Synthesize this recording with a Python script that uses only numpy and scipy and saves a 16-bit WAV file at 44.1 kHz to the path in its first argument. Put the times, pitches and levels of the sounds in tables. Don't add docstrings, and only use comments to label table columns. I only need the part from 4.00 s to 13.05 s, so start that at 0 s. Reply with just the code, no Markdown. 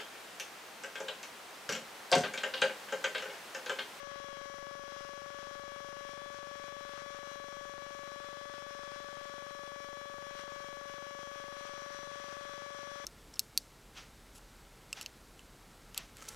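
import sys
import numpy as np
from scipy import signal
from scipy.fft import rfft, irfft
from scipy.io import wavfile

SR = 44100
rng = np.random.default_rng(int(sys.argv[2]) if len(sys.argv) > 2 else 0)


def unload_audio(sound):
    columns = np.transpose(np.atleast_2d(sound))
    steps = np.round(np.clip(columns, -1, 1) * 32767)
    wavfile.write(sys.argv[1], SR, steps.astype(np.int16))


N = 399105
TIME = np.arange(N) / SR
HZ = np.arange(N // 2 + 1) * SR / N


def from_db(db):
    return 10 ** (np.asarray(db) / 20)


def in_time(rows):
    return np.interp(TIME, *np.transpose(rows))


def drift(rate_hz):
    points = rng.standard_normal(4096)
    slow = np.interp(TIME * rate_hz, np.arange(len(points)), points)
    return slow / slow.std()


def noise(spectrum, resonances=()):
    hz, density_db = np.transpose(spectrum)
    level_db = np.interp(np.log(HZ + 1), np.log(hz), density_db)
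    for centre_hz, width_hz, lift_db in resonances:
        level_db = level_db + lift_db / (1 + (2 * (HZ - centre_hz) / width_hz) ** 2)
    white = rfft(rng.standard_normal(N))
    return irfft(white * from_db(level_db) * np.sqrt(SR / 2), N)


def tone(cycles, rms_db):
    phase = (2 * np.pi * (cycles % 1)).astype(np.float32)
    return np.sqrt(2) * from_db(rms_db) * np.cos(phase)


# pitch_hz [Hz], density_db [dB per Hz]
OPEN_INPUT_SPECTRUM = [(15, -88), (50, -98), (120, -100), (400, -104), (1000, -106.5), (2800, -109.5),
                       (5000, -113), (9300, -116), (10200, -114), (15000, -116)]


def open_input_hiss():
    return noise(OPEN_INPUT_SPECTRUM)


# pitch_hz [Hz], density_db [dB per Hz]
INTERCOM_SPECTRUM = [(15, -81), (65, -95.5), (250, -93), (1000, -101), (4000, -105), (9500, -109),
                     (12000, -114), (15000, -116)]


def intercom_hiss():
    return noise(INTERCOM_SPECTRUM)


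# start_s [s], level_db [dB about the mean]
COCKPIT_LEVEL = [(0, -.8), (.7, -3.2), (1.3, -1.8), (3.2, -1.8), (3.45, -3), (4.1, -1.7), (5.35, -1.3),
                 (5.87, -5), (6.3, -2.3), (7.3, -2), (7.75, .8), (9.05, .3)]
# peak_s [s], lift_db [dB], half_length_s [s]
AIR_GUSTS = [(1.03, 2.5, .08), (2.97, 3.6, .07), (3.17, 3.2, .03), (4.55, 1.6, .06), (4.93, 1.6, .1),
             (6.395, 6.0, .032)]


def airflow_db(buffet_db=.9, buffets_hz=24):
    gusts_db = sum(lift_db * np.exp(-((TIME - peak_s) / half_s) ** 2) for peak_s, lift_db, half_s in AIR_GUSTS)
    return in_time(COCKPIT_LEVEL) + gusts_db + buffet_db * drift(buffets_hz)


# multiple [of the firing rate], level_db [dB rms]
ENGINE_HARMONICS = [(1, -80), (2, -73.7), (11, -79), (13, -75), (14, -73), (15, -66), (16, -69),
                    (17, -61.8), (18, -70), (19, -74), (20, -66), (21, -66), (22, -69), (24, -70),
                    (25, -73), (27, -74), (28, -76), (29, -77)]
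# pitch_hz [Hz], density_db [dB per Hz]
SLIPSTREAM_SPECTRUM = [(200, -110), (500, -100), (850, -100), (1130, -86.6), (1600, -88.4), (1950, -87.6),
                       (2750, -89.8), (3300, -89.4), (4300, -93.3), (5800, -92.4), (6400, -96.3),
                       (8000, -103), (10500, -109), (12500, -120)]
# pitch_hz [Hz], width_hz [Hz], lift_db [dB]
MICROPHONE_RESONANCES = [(630, 150, 7), (1180, 170, 2), (1500, 150, 5)]
RIPPLES_PER_FIRING = 7.8


def headset(ripples, waver_db=2.5, wobble_cycles=.0075):
    firings = ripples / RIPPLES_PER_FIRING + wobble_cycles * drift(14)
    drone = 0
    for order, level_db in ENGINE_HARMONICS:
        drone = drone + tone(order * firings + rng.random(), level_db + waver_db * drift(9))
    slipstream = noise(SLIPSTREAM_SPECTRUM, MICROPHONE_RESONANCES)
    return (drone + slipstream) * from_db(airflow_db())


# start_s [s], end_s [s], gained [ripples]
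REGULATOR_SLIPS = [(.73, .73, 1), (1.41, 1.7, 4), (1.86, 2.05, 5), (6.54, 6.62, 2), (7.13, 7.21, 3),
                   (7.42, 7.42, 1)]
# pitch_hz [Hz], q [ratio], share [fraction taken out]
THUMP_HOLLOWS = [(70, 3.0, .55), (900, 1.6, .12)]
RIPPLES_PER_TICK, FIRST_TICK = 24, 16.91
SPIKE_S = .00039
FILTER_EDGE_HZ, FILTER_LAG_HZ, FILTER_DAMPING = 2500, 226, .64


def regulator(ripples, impulse_db=-5.15, spread_db=.4, coupling_hz=62):
    slip_times = np.concatenate([np.linspace(*run) for run in REGULATOR_SLIPS])
    counter = ripples + np.searchsorted(slip_times, TIME) - FIRST_TICK
    tick_at = 1 + np.flatnonzero(np.diff(counter // RIPPLES_PER_TICK) > 0)
    impulses = np.zeros(N)
    impulses[tick_at] = from_db(impulse_db + spread_db * rng.standard_normal(len(tick_at)))
    width = round(SPIKE_S * SR)
    spikes = signal.lfilter(np.ones(width) / width, 1, impulses)
    w, loss = 2 * np.pi * FILTER_LAG_HZ, 2 * FILTER_DAMPING
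    all_pass = signal.bilinear([1, -loss * w, w * w], [1, loss * w, w * w], SR)
    smeared = signal.lfilter(*all_pass, spikes + 1e-18)
    thump = signal.lfilter(*signal.butter(2, FILTER_EDGE_HZ, fs=SR), smeared)
    for pitch_hz, q, share in THUMP_HOLLOWS:
        thump = thump - share * signal.lfilter(*signal.iirpeak(pitch_hz, q, fs=SR), thump)
    return signal.lfilter(*signal.butter(1, coupling_hz, "high", fs=SR), thump)


# start_s [s], end_s [s], multiple [of the stator cycle], lift_db [dB]
WHISTLE_SWELLS = [(.7, 1.3, 54, 5), (4.4, 5.25, 54, 10), (7.55, 9.2, 62, 10)]
SWELL_FADE_S = .2


def swell_db(order):
    lift = 0
    for start_s, end_s, which, lift_db in WHISTLE_SWELLS:
        if which == order:
            inside_s = np.minimum(TIME - start_s, end_s - TIME)
            lift = lift + lift_db * np.clip(inside_s / SWELL_FADE_S + .5, 0, 1)
    return lift


# multiple [of the ripple rate], level_db [dB rms]
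RIPPLE_HARMONICS = [(1, -46.4), (2, -47), (3, -51)]
PACE_RATES = (567, 568.6, 569.7)
# multiple [of the stator cycle of six ripples], slow_db, cruise_db, fast_db [dB rms at each pace]
DIODE_OVERTONES = [(13, -72, -69, -72), (15, -70, -68, -64), (16, -69, -71, -70), (17, -67, -70, -70),
                   (21, -68, -71, -69), (22, -74, -75, -75), (23, -68, -70, -69), (24, -61, -60.5, -63.5),
                   (26, -72, -70, -68), (27, -74, -76, -76), (30, -66, -68.5, -77), (31, -74, -75, -76),
                   (32, -73, -71, -71), (34, -63.5, -65, -64.5), (36, -62, -60, -60),
                   (42, -65.5, -62.5, -64.5), (48, -72, -76, -73), (54, -69, -73, -74),
                   (56, -71, -70.5, -70), (58, -69, -66, -69), (60, -66.5, -68.5, -75), (62, -71, -68, -71),
                   (63, -76, -77, -75), (64, -65, -66, -69), (66, -74.5, -78, -77), (70, -74, -75, -79),
                   (72, -74, -75, -75), (76, -79, -80, -79), (78, -76, -74, -75), (80, -80, -80, -78),
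                   (90, -81, -80, -82), (96, -78, -77, -77), (114, -79.5, -79, -81), (120, -83.5, -84, -86),
                   (132, -83, -82, -83), (138, -85, -85, -86), (150, -85.5, -85.5, -87),
                   (156, -87, -87.5, -87.5)]
DIODES = 6
SWITCH_LEAD = .25


def alternator(ripples, speed_hz, jitter_ripples=.0028, unrest_db=.24, stagger_cycles=.1, waver_db=1.7,
               flutter_db=.9, faint_db=-77, faint_fall_db=.26):
    cusps = -sum(tone(order * ripples, level_db) for order, level_db in RIPPLE_HARMONICS)
    hum = cusps * from_db(unrest_db * drift(28))
    stator = (ripples + jitter_ripples * drift(150)) / DIODES
    comb = 0
    for order, *pace_levels_db in DIODE_OVERTONES:
        if order % DIODES:
            offset = rng.random()
        else:
            offset = order / DIODES * SWITCH_LEAD + stagger_cycles * rng.standard_normal()
        level_db = np.interp(speed_hz, PACE_RATES, pace_levels_db) + swell_db(order) + waver_db * drift(12)
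        comb = comb + tone(order * stator + offset, level_db)
    others = np.setdiff1d(np.arange(44, 112, 2), [row[0] for row in DIODE_OVERTONES])
    faint = 0
    for order in others:
        level_db = faint_db - faint_fall_db * (order - others[0])
        faint = faint + tone(order * stator + rng.random(), level_db)
    return hum + (comb + faint) * from_db(flutter_db * drift(18))


# start_s [s], pitch_hz [rectifier ripples per s]
ALTERNATOR_SPEED = [(0.0, 565.28), (0.35, 562.87), (0.78, 565.68), (1.06, 565.38), (1.31, 567.38),
                    (2.01, 566.89), (2.19, 569.39), (3.85, 567.61), (4.58, 570.95), (4.72, 569.22),
                    (5.14, 570.97), (5.36, 568.93), (5.97, 569.05), (6.37, 567.95), (7.45, 567.38),
                    (7.65, 568.89), (8.36, 569.98), (9.05, 569.52)]


def scene():
    speed_hz = in_time(ALTERNATOR_SPEED)
    ripples = np.cumsum(speed_hz) / SR
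    intercom = intercom_hiss() + headset(ripples) + regulator(ripples) + alternator(ripples, speed_hz)
    return np.array([intercom, open_input_hiss()])


def record(dry, cutoff_hz=15100):
    low_pass = signal.ellip(12, .1, 80, cutoff_hz, fs=SR, output="sos")
    return signal.sosfilt(low_pass, dry)


dry = scene()
out = record(dry)
unload_audio(out)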